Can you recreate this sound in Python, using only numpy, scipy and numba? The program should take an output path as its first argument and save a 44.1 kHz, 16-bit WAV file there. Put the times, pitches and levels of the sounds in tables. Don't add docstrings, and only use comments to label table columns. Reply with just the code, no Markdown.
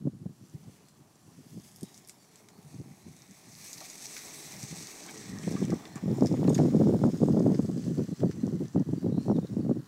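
import sys
import numpy as np
from scipy import signal
from scipy.fft import rfft, irfft
from scipy.io import wavfile
from scipy.ndimage import uniform_filter1d, map_coordinates
from numba import njit

SR = 44100
rng = np.random.default_rng(int(sys.argv[2]) if len(sys.argv) > 2 else 0)


def unload_audio(sound):
    columns = np.transpose(np.atleast_2d(sound))
    steps = np.round(np.clip(columns, -1, 1) * 32767)
    wavfile.write(sys.argv[1], SR, steps.astype(np.int16))


N = 435266
TIME = np.arange(N) / SR

# start in seconds, length in seconds, first and last pitch in Hz, level in dB.
BIRD_NOTES = [(0.845, 0.05, 4350, 4100, -63.5), (1.835, 0.06, 3750, 3880, -60),
              (2.18, .055, 4680, 4480, -61), (2.275, 0.04, 3970, 4450, -64), (2.5, 0.11, 4200, 4620, -65),
              (2.67, 0.09, 4600, 4450, -67), (2.85, .04, 5400, 5200, -67), (2.99, .08, 3880, 4150, -65),
              (3.15, 0.1, 3850, 3800, -62), (5.858, 0.11, 3950, 4330, -58), (8.033, .025, 4800, 5400, -59),
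              (8.07, 0.1, 3900, 4220, -62), (8.132, .05, 5540, 4970, -61), (8.237, 0.06, 4770, 4330, -62),
              (8.37, 0.068, 4040, 4280, -62), (8.94, 0.065, 4870, 4620, -58.5),
              (9.102, 0.11, 3780, 4200, -58), (9.15, 0.135, 4100, 4350, -59),
              (9.282, 0.04, 6200, 5350, -58), (9.335, 0.027, 4050, 3660, -57),
              (9.415, .07, 3620, 3750, -62), (9.603, .025, 5000, 4240, -59)]
# time in seconds, level in dB.
AIRFLOW = [(0, -45), (0.38, -61.5), (0.65, -55.5), (0.9, -72.5), (1.6, -58), (2.3, -73.5), (2.72, -57),
           (3.62, -65.5), (4.1, -82), (4.7, -51), (5.03, -61), (5.42, -41.5), (5.9, -52.5), (6.1, -43.5),
           (6.5, -24), (6.9, -35), (7.1, -33.5), (7.45, -28.5), (7.75, -45.5), (8.7, -46.5), (9.4, -40.5),
           (9.87, -52)]
# middle in seconds, level in dB, width in seconds.
GUSTS = [(0.022, -39, 0.015), (0.067, -24, 0.023), (0.135, -45, 0.011), (0.221, -38, 0.018),
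         (0.262, -29, 0.01), (0.3, -42, 0.018), (0.424, -43.5, 0.018), (0.552, -31, 0.013),
         (0.68, -40, 0.021), (1.012, -48, 0.012), (1.28, -46, 0.014), (1.383, -47.5, 0.017),
         (1.464, -44, 0.007), (1.573, -38.5, 0.029), (1.833, -34, 0.014), (2.589, -47, 0.011),
         (2.755, -39, 0.018), (2.802, -32.5, 0.016), (2.87, -48.5, 0.04), (3.079, -43.5, 0.05),
         (3.315, -51, 0.03), (3.55, -53.5, 0.036), (3.77, -49.5, 0.025), (4.565, -47, 0.046),
         (4.638, -34.5, 0.013), (4.727, -36.5, 0.017), (4.825, -44, 0.036), (5.347, -37.5, 0.086),
         (5.478, -23.5, 0.0096), (5.519, -34, 0.025), (5.55, -25, 0.011), (5.602, -30.5, 0.024),
         (5.624, -24, 0.012), (5.641, -24.5, 0.014), (5.711, -28.5, 0.052), (5.73, -23.5, 0.014),
         (5.963, -34.5, 0.0094), (6.036, -27, 0.01), (6.062, -25, 0.0092), (6.083, -26, 0.015),
         (6.117, -23.5, 0.032), (6.188, -31, 0.018), (6.223, -18, 0.014), (6.247, -20.5, 0.026),
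         (6.326, -23.5, 0.031), (6.411, -27.0, 0.039), (6.453, -23.0, 0.012), (6.481, -18.5, 0.016),
         (6.515, -23.5, 0.031), (6.567, -21.5, 0.0062), (6.598, -19, 0.015), (6.615, -19, 0.0094),
         (6.649, -22.5, 0.052), (6.758, -17.5, 0.026), (6.814, -18.5, 0.032), (6.876, -19, 0.042),
         (6.945, -20, 0.024), (7.037, -16, 0.0062), (7.057, -21, 0.056), (7.139, -26, 0.0083),
         (7.227, -18.0, 0.018), (7.259, -26, 0.014), (7.285, -23.5, 0.014), (7.31, -19.5, 0.015),
         (7.336, -19.0, 0.006), (7.374, -23.5, 0.045), (7.406, -23, 0.007), (7.425, -23, 0.008),
         (7.467, -18.5, 0.031), (7.502, -23.0, 0.0074), (7.52, -20, 0.012), (7.554, -27.5, 0.015),
         (7.596, -19, 0.01), (7.643, -27, 0.023), (7.692, -25.5, 0.016), (7.763, -29, 0.054),
         (7.896, -27.5, 0.074), (7.988, -24, 0.012), (8.008, -26.5, 0.04), (8.088, -31, 0.011),
         (8.126, -27, 0.013), (8.245, -20, 0.033), (8.3, -26.5, 0.012), (8.387, -36.5, 0.068),
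         (8.438, -21.5, 0.0074), (8.471, -28, 0.035), (8.545, -26.5, 0.033), (8.607, -25, 0.0046),
         (8.627, -29.5, 0.037), (8.762, -20, 0.015), (8.779, -22, 0.012), (8.809, -23.0, 0.02),
         (8.895, -26.5, 0.023), (8.932, -22.5, 0.011), (8.962, -29, 0.0054), (8.98, -30.5, 0.01),
         (9.07, -23.5, 0.044), (9.123, -23.5, 0.011), (9.145, -24, 0.0085), (9.182, -21, 0.01),
         (9.306, -21, 0.036), (9.359, -24, 0.015), (9.386, -23.0, 0.013), (9.436, -30.5, 0.022),
         (9.526, -29.5, 0.021), (9.572, -25, 0.012), (9.598, -24.5, 0.017), (9.655, -29, 0.04),
         (9.696, -20.5, 0.01), (9.714, -22, 0.016), (9.778, -31, 0.042)]
# middle in seconds, change in dB, half-width in seconds.
WIND_LULLS = [(0.34, -16, 0.022), (2.28, -16, .09), (2.97, -10, .03), (3.38, -22, .04), (4.1, -14, .25),
              (4.95, -22, 0.083), (6.284, -5, 0.009), (7.116, -14, 0.01), (7.671, -6, 0.0095),
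              (8.157, -15, 0.016), (8.72, -10, 0.011), (8.842, -11, 0.011), (9.24, -10, 0.011),
              (9.814, -21, 0.0076)]
# time in seconds, level in dB.
WIND_SLAPS = [(0.261, -35), (5.478, -18.5), (5.514, -28), (5.626, -19.5), (6.224, -7.5), (6.249, -16),
              (6.342, -15), (6.431, -13.5), (6.482, -12.5), (6.504, -12.5), (6.59, -13.5), (6.742, -20),
              (6.872, -13.5), (6.894, -17), (6.946, -17), (6.45, -20), (7.053, -15.5), (7.218, -19),
              (7.235, -11), (7.286, -11.5), (7.371, -15), (7.595, -16), (7.9, -35), (8.247, -22),
              (8.438, -29), (8.478, -22), (8.761, -13.5), (8.935, -24), (9.067, -26), (9.18, -19),
              (9.283, -14.5), (9.299, -15), (9.315, -12.5), (9.388, -19), (9.696, -20.5)]
# time in seconds, ground echo delay in milliseconds, drive level in dB.
CHAIR_PATH = [(0, 0.74, -80), (.6, 0.65, -65.5), (1.2, 0.67, -66.5), (1.9, 0.595, -64), (2.6, 0.47, -63),
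              (3.3, 0.49, -63), (3.9, 0.48, -57.5), (4.3, 0.5, -54.5), (5.0, 0.48, -55), (5.7, 0.51, -52.5),
              (6.4, .585, -52), (6.9, 0.57, -59), (8.0, 0.66, -66), (8.8, 0.67, -64), (9.8, 0.73, -66.5)]
# pitch in Hz, sharpness (q, higher rings longer), level in dB.
FRAME_TONES = [(338, 4.6, 2.5), (413, 12, 0.5), (597, 9.5, -5.5), (780, 12.6, -1), (1165, 6.1, -5.5),
               (2180, 6.3, -5)]
# time in seconds, rate of gear teeth meeting in Hz, whine in dB, whirr in dB.
MOTOR_RUN = [(0, 1860, -100, -75), (3.3, 1940, -81, -72), (4.2, 1970, -78, -63), (5.1, 1883, -62.5, -63),
             (5.35, 1883, -57.5, -63), (5.7, 1970, -61.5, -61), (5.95, 1816, -64.5, -65),
             (6.6, 1800, -90, -58), (7.6, 1780, -74, -63), (8.8, 1812, -72, -65), (9.8, 1826, -77, -65.5)]
# time in seconds, peak in dB, favoured pitch in Hz.
BUMPS = [(3.815, -42, 755), (4.169, -38, 2210), (5.09, -38.5, 2280), (5.437, -43, 2680),
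         (5.566, -38.5, 1380), (5.639, -45, 3220), (5.724, -34.5, 820), (5.839, -49, 1100),
         (5.963, -42, 1480), (5.977, -43, 1470)]
# pitch in Hz, level in dB.
CHASSIS_TONES = [(720, 3), (1120, 3), (1750, -2.5), (2250, -1), (3000, -6.5)]
# start in seconds, peak of the ringing in dB, favoured pitch in Hz.
FITTING_HITS = [(6.4935, -32, 8600), (6.5306, -40, 8900), (6.545, -24.5, 6150)]
# pitch in Hz, level in dB, seconds to fade by 60 dB.
FITTING_TONES = [(3580, 13, 0.066), (4880, -4, 0.087), (6600, 9, 0.034), (6950, 1, 0.042),
                 (8430, -4, 0.048), (10000, -15, 0.028), (12730, -8, .025)]
# start in seconds, level in dB, pitch in Hz, weight of the low body in dB.
TWIG_SNAPS = [(0.8846, -50, 7700, -14), (1.76, -40.5, 11500, -41), (1.809, -40.5, 8650, -14),
              (1.8305, -34.5, 8650, -29), (1.943, -43, 6400, -27), (1.9763, -40, 7640, -27),
              (2.074, -42, 10500, -26), (2.086, -37.5, 10500, -24), (2.0945, -32.5, 7840, -12.5),
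              (2.357, -41.5, 7650, -13), (2.4855, -43, 6700, -7), (3.22, -40, 6000, -37),
              (3.5161, -47, 5900, -23), (3.7297, -29, 6550, -34), (3.8048, -32.5, 6200, -9),
              (3.8992, -34.5, 6950, -27), (4.044, -45, 7500, -25), (4.1659, -31.5, 6140, -5),
              (4.176, -34, 7000, -10), (4.301, -40, 6500, -20), (4.5113, -43, 4020, -21),
              (4.52, -46, 8000, -28), (4.6136, -47, 6220, -20), (4.6839, -39, 6550, -20),
              (4.7493, -39, 6350, -20), (4.87, -33, 6500, -20), (5.0371, -41, 6240, -18),
              (5.175, -36, 6000, -15), (5.507, -43, 9500, -20), (5.5225, -38, 5770, -19),
              (5.703, -31.5, 6100, -9), (5.853, -36.5, 3620, -7), (5.9562, -34.5, 7300, -11),
              (6.2587, -29.5, 5800, -13), (6.269, -29, 5340, -14), (6.325, -40.5, 5270, -6),
              (6.441, -43, 3470, -1), (6.476, -35.5, 4450, -1), (6.551, -33, 5500, -3),
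              (6.579, -31.5, 6400, -2), (6.583, -38, 5600, -5), (6.586, -39, 5000, 1),
              (6.6074, -42, 5230, -8), (7.5454, -37, 4900, -3.5), (7.777, -44, 4870, -14),
              (7.8391, -41, 4600, 0), (7.98, -46, 4800, -5), (8.2033, -43.5, 3400, -5),
              (8.3118, -37, 6100, 0), (8.655, -47.5, 3430, -6), (8.7291, -52, 6080, -20),
              (9.2294, -48, 4270, -27), (9.364, -47, 3620, -11), (9.4702, -46, 4070, -10)]
# time in seconds, level in dB.
RUSTLE_LEVEL = [(0, -84), (.25, -83), (.45, -69.5), (.78, -68.5), (1.02, -73.5), (1.3, -67.5), (1.9, -64),
                (2.6, -70), (3.48, -60), (3.66, -50), (4.3, -47), (4.9, -48.5), (5.58, -55), (5.9, -62.5),
                (6.6, -56.5), (7.5, -60), (8.3, -62), (9.87, -71)]
# middle in seconds, boost in dB, half-width in seconds.
LEAF_DRIFTS = [(1.66, 4.5, 0.065), (2.746, 5, 0.066), (5.563, 4, 0.12), (6.203, 3, 0.094),
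               (7.875, 2, 0.052), (9.241, 6.5, 0.051)]

# frequency in Hz, level in dB.
TREES_SHAPE = [(30, -24), (70, -13), (150, 6), (400, -17.5), (900, -18), (1600, -25.5), (3000, -27),
               (7000, -23), (10000, -25.5), (16000, -38)]
RUMBLE_SHAPE = [(50, -62), (110, -11), (180, 0.5), (250, 3.5), (340, 3.5), (420, -0.5), (500, -8),
                (620, -1), (780, -1), (1100, -7), (1450, -20), (2500, -28)]
HOUSING_SHAPE = [(600, -16.5), (1100, 4.5), (1400, 1), (1900, -2), (2300, -24), (2900, -6.5), (3500, -8.5),
                 (4100, -3), (7000, -14.5)]
SNAP_SHAPE = [(1500, -66), (3000, -3), (5000, 7.5), (8500, 2), (12000, -1), (14000, -1), (16000, -13)]
RUSTLE_SHAPE = [(1500, -47), (3100, -29.5), (3550, -3), (4050, 0), (4550, 0), (5400, 5.5), (6500, 5),
                (7600, 3.5), (8500, 0.5), (9700, -23), (11500, -28), (15500, -40.5)]
CRISP_SHAPE = [(7000, -29.5), (9500, 2.5), (10500, -1), (11700, 0), (12900, -6), (14200, -4), (15000, -11),
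               (16000, -6)]
CRUNCH_SHAPE = [(700, -12), (1450, -15.5), (1850, -4), (2300, -1.5), (2600, -3.5), (3000, -7.5), (3600, -4),
                (5000, -49.5)]


def undb(db):
    return 10 ** (np.asarray(db) / 20)


def unit(x):
    return x / np.sqrt(np.mean(x ** 2) + 1e-20)


def curves(table):
    times, *columns = np.transpose(table)
    return [np.interp(TIME, times, column) for column in columns]


def hump(middle_s, half_width_s):
    return np.exp(-((TIME - middle_s) / half_width_s) ** 2)


def add(out, start_s, sound):
    i = max(int(start_s * SR), 0)
    out[i:i + len(sound)] += sound[:max(N - i, 0)]


def colour(x, shape, size=1024):
    hz, db = np.transpose(shape)
    log_hz = np.log(np.fft.rfftfreq(size, 1 / SR) + 1)
    log_gain = np.log(undb(np.interp(log_hz, np.log(hz), db)))
    forward_only = np.r_[1, np.full(size // 2 - 1, 2), 1, np.zeros(size // 2 - 1)]
    response = irfft(np.exp(rfft(irfft(log_gain) * forward_only)))
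    return signal.oaconvolve(x, response)[:len(x)]


def wander(rate):
    step = max(int(SR / rate), 2)
    points = rng.standard_normal(N // step + 2)
    joined = np.interp(np.arange(N) / step, np.arange(len(points)), points)
    return unit(uniform_filter1d(joined, step // 2))


def ring(x, hz, q):
    return signal.lfilter(*signal.iirpeak(min(hz, SR / 3), max(q, 1), fs=SR), x)


@njit
def lowpass(x, hz):
    y, band, low = np.empty(len(x)), 0., 0.
    for i in range(len(x)):
        g = np.tan(np.pi * min(hz[i], 5000.) / SR)
        v = (band + g * (x[i] - low)) / (1 + g * (g + 1.6))
        y[i] = low + g * v
        band, low = 2 * v - band, 2 * y[i] - low
    return y


def clicks(per_s, spread_db):
    size = undb(spread_db * np.minimum(rng.exponential(size=N), 4.2))
    return unit((rng.random(N) < per_s / SR) * size * rng.choice([-1, 1], N))


def burst(decay_s, tail_db, tail_s, rise_s=0.0013):
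    t = np.arange(SR // 10) / SR
    swell = 1 - np.exp(-(t / rise_s) ** 2)
    fade = np.exp(-t / decay_s) + undb(tail_db) * np.exp(-t / tail_s)
    return rng.standard_normal(len(t)) * swell * fade


def woodland(level_db=-64):
    return unit(colour(rng.standard_normal(N), TREES_SHAPE)) * undb(level_db + 0.37 * wander(1.86))


def bird(gain_db=-6.5, echo_db=1, echo_s=0.06, trill_s=0.08):
    out = np.zeros(N)
    tremble = 0.009 * wander(170) + 0.024 * wander(600)
    for s, length, first_hz, last_hz, db in BIRD_NOTES:
        progress = np.linspace(0, 1, int(length * SR))
        glide = first_hz + (last_hz - first_hz) * progress ** 0.755
        hz = glide * (1 + length / trill_s * tremble[int(s * SR):][:len(progress)])
        swell = np.sqrt(np.abs(np.sin(np.pi * progress)))
        add(out, s, undb(db + gain_db) * swell * np.sin(2 * np.pi * np.cumsum(hz) / SR))
    trunks = rng.standard_normal(SR // 2) * np.exp(-TIME[:SR // 2] / echo_s)
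    return out + undb(echo_db) * signal.oaconvolve(out, trunks / np.linalg.norm(trunks))[:N]


def puffs(per_s=13, width_s=0.028, spread_db=6, ceiling_db=-31):
    count = int(per_s * N / SR)
    place, size = rng.random((count, 2)).T
    times = (np.arange(count) + place) / per_s
    flow_db = np.interp(times, *np.transpose(AIRFLOW))
    db = flow_db + 1.5 + spread_db * np.minimum(-np.log1p(-size), 2)
    return list(zip(times, np.minimum(db, ceiling_db), np.full(count, width_s)))


def wind(base_hz=208, gain_db=2, flutter_db=5, slap_s=0.00091, slap_db=-6.5):
    power = undb(curves(AIRFLOW)[0]) ** 2 * undb(-4 + flutter_db * np.minimum(wander(40), 1))
    for s, db, width in [*GUSTS, *puffs()]:
        near = slice(max(int((s - 2 * width) * SR), 0), int((s + 2 * width) * SR))
        power[near] += undb(db) ** 2 * .5 ** ((2 * (TIME[near] - s) / width) ** 2)
    force_db = 10 * np.log10(power) - 0.5 * np.maximum(wander(80), 0)
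    force_db += sum(db * hump(s, half_width) for s, db, half_width in WIND_LULLS)
    swirls = np.minimum(wander(260), 2)
    average_db = 10 * np.log10(uniform_filter1d(power, size=12000) + 1e-12)
    speed_db = average_db + 0.51 * (force_db - average_db)
    edge_hz = base_hz * 2 ** (0.057 * np.maximum(speed_db + 27.5, -10) + 0.24 * swirls)
    push = rng.standard_normal(N) * undb(3 * swirls)
    push = lowpass(lowpass(push, edge_hz), edge_hz)
    push = signal.sosfilt(signal.butter(2, 150, "high", fs=SR, output="sos"), push)
    push /= np.sqrt(uniform_filter1d(uniform_filter1d(push ** 2, size=400), size=260) + 1e-18)
    push *= undb(force_db + gain_db)
    crossing = np.arange(-400, 400) / SR / slap_s
    slap = crossing / (1 + crossing ** 2) ** 3
    for s, db in WIND_SLAPS:
        add(push, s - len(slap) / 2 / SR, rng.choice([-1, 1]) * undb(db + slap_db) * slap / slap.max())
    return signal.sosfilt(signal.butter(3, 140, "high", fs=SR, output="sos"), push)


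def frame(drive_db, gain_db=-6, flicker_db=4):
    strain_db = 6 * hump(5.4, 0.36)
    jolts = clicks(per_s=600, spread_db=5)
    groan = 0
    for hz, q, db in FRAME_TONES:
        tone = unit(ring(ring(jolts, hz, q), hz, q / 3))
        groan += tone * undb(db + flicker_db * np.minimum(wander(9), 1.5))
    return unit(groan) * undb(drive_db + gain_db + strain_db)


def motors(drive_db, waver=0.037, chatter_per_s=190):
    teeth_hz, whine_db, whirr_db = curves(MOTOR_RUN)
    whine = 0
    for ratio, db in (1, 0), (0.87, -3), (1.12, -4):
        hz = teeth_hz * ratio * (1 + waver * wander(15))
        chatter = undb(db + 3.9 * np.minimum(wander(20), 1)) * wander(chatter_per_s)
        whine += chatter * np.sin(2 * np.pi * np.cumsum(hz) / SR)
    whirr = unit(colour(clicks(per_s=2000, spread_db=3), HOUSING_SHAPE))
    whirr *= undb(whirr_db + wander(34))
    rumble = unit(colour(clicks(per_s=2700, spread_db=2), RUMBLE_SHAPE))
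    rumble *= undb(drive_db - 3 + 2 * wander(19))
    return rumble + whirr + unit(whine) * undb(whine_db)


def knocks(spread_octaves=0.53):
    out = np.zeros(N)
    for s, db, hz in BUMPS:
        rattle = burst(decay_s=0.011, tail_db=-17, tail_s=0.022)
        knock = 0
        for tone_hz, tone_db in CHASSIS_TONES:
            nearness = np.exp(-(np.log2(tone_hz / hz) / spread_octaves) ** 2)
            knock += undb(tone_db) * nearness * ring(ring(rattle, tone_hz, q=3), tone_hz, q=5.5)
        add(out, s - .006, knock / np.abs(knock).max() * undb(db))
    return out


def clinks(spread_octaves=0.24, scrape_db=-8):
    out, t = np.zeros(N), np.arange(SR // 8) / SR
    rise = 1 - np.exp(-t / 0.00049)
    for s, db, hz in FITTING_HITS:
        steel = 0
        for tone_hz, tone_db, fade_s in FITTING_TONES:
            nearness = 1 / (1 + (np.log2(tone_hz / hz) / spread_octaves) ** 2)
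            steel += undb(tone_db - 60 * t / fade_s) * nearness * np.sin(2 * np.pi * tone_hz * t)
        scrape = ring(colour(burst(decay_s=0.013, tail_db=-21, tail_s=0.022), SNAP_SHAPE), hz, q=1)
        add(out, s, steel * rise / np.abs(steel).max() * undb(db))
        add(out, s, scrape / np.abs(scrape).max() * undb(db + scrape_db))
    return out


def twigs(gain_db=0.5, ring_db=3, body_hz=1900):
    out = np.zeros(N)
    for s, db, hz, body_db in TWIG_SNAPS:
        crack = burst(decay_s=0.00065, tail_db=-26, tail_s=0.015, rise_s=0.0011)
        bright = ring(colour(crack, SNAP_SHAPE), hz, q=1)
        body = ring(ring(crack, body_hz, q=1), body_hz, q=1)
        snap = 0.72 * bright + undb(ring_db) * ring(bright, hz, q=7.9) + undb(body_db + 12.5) * body
        add(out, s, snap / np.abs(snap).max() * undb(db + gain_db))
    return out


def crackles(per_s=120, middle_hz=6260, spread_octaves=0.4):
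    out = 0
    for smallness in np.linspace(-1, 1, 7):
        cracks = clicks(per_s / 7, spread_db=5)
        hz = middle_hz * 2 ** (spread_octaves * smallness)
        out += undb(-4 * abs(smallness)) * ring(cracks, hz, q=4)
    return unit(colour(out, SNAP_SHAPE))


def leaf_patches(rustle, depth_db=1.43, rate=16):
    out, rest = 0, rustle
    for hz in np.geomspace(2800, 10500, 6):
        band = signal.sosfiltfilt(signal.butter(4, hz, fs=SR, output="sos"), rest)
        out += band * undb(depth_db * wander(rate))
        rest = rest - band
    return out + rest * undb(depth_db * wander(rate))


def tyres(rustle_db=-1.26, crackle_db=-8):
    level_db = curves(RUSTLE_LEVEL)[0] + sum(db * hump(s, half_width) for s, db, half_width in LEAF_DRIFTS)
    turned = .5 + .5 * np.tanh(TIME - 4.2)
    climbing = hump(5.96, 0.86)
    crisp_db = -4 - 7 * turned - 2.5 * climbing
    crunch_db = -7 + 3.5 * climbing
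    crunch_db -= 0.19 * (level_db - level_db.mean())
    breaks = clicks(per_s=1900, spread_db=1) * undb(2 * np.minimum(wander(140), 1.5))
    leaves = unit(breaks) + rng.standard_normal(N)
    leaves *= undb(level_db + wander(35) + 0.57 * wander(6))
    layers = (RUSTLE_SHAPE, rustle_db), (CRISP_SHAPE, crisp_db), (CRUNCH_SHAPE, crunch_db)
    strength = np.sqrt(np.mean(undb(level_db) ** 2))
    rustle = strength * sum(unit(colour(leaves, shape)) * undb(db) for shape, db in layers)
    return leaf_patches(rustle) + crackles() * undb(level_db + crackle_db)


def ground_echo(sound, delay_ms, nearest_share=0.26):
    bounced = map_coordinates(sound, [np.arange(N) - delay_ms * SR / 1000], order=3)
    return nearest_share * (delay_ms / delay_ms.min()) ** 0.51 * bounced


def scene():
    delay_ms, drive_db = curves(CHAIR_PATH)
    rolling = tyres()
    chair = rolling + ground_echo(rolling, delay_ms) + motors(drive_db) + frame(drive_db)
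    chair += twigs() + knocks() + clinks()
    return (chair + wind() + bird() + woodland())[None]


def record(dry):
    return signal.sosfilt(signal.ellip(10, .2, 70, 15700, fs=SR, output="sos"), dry)


dry = scene()
out = record(dry)
unload_audio(out)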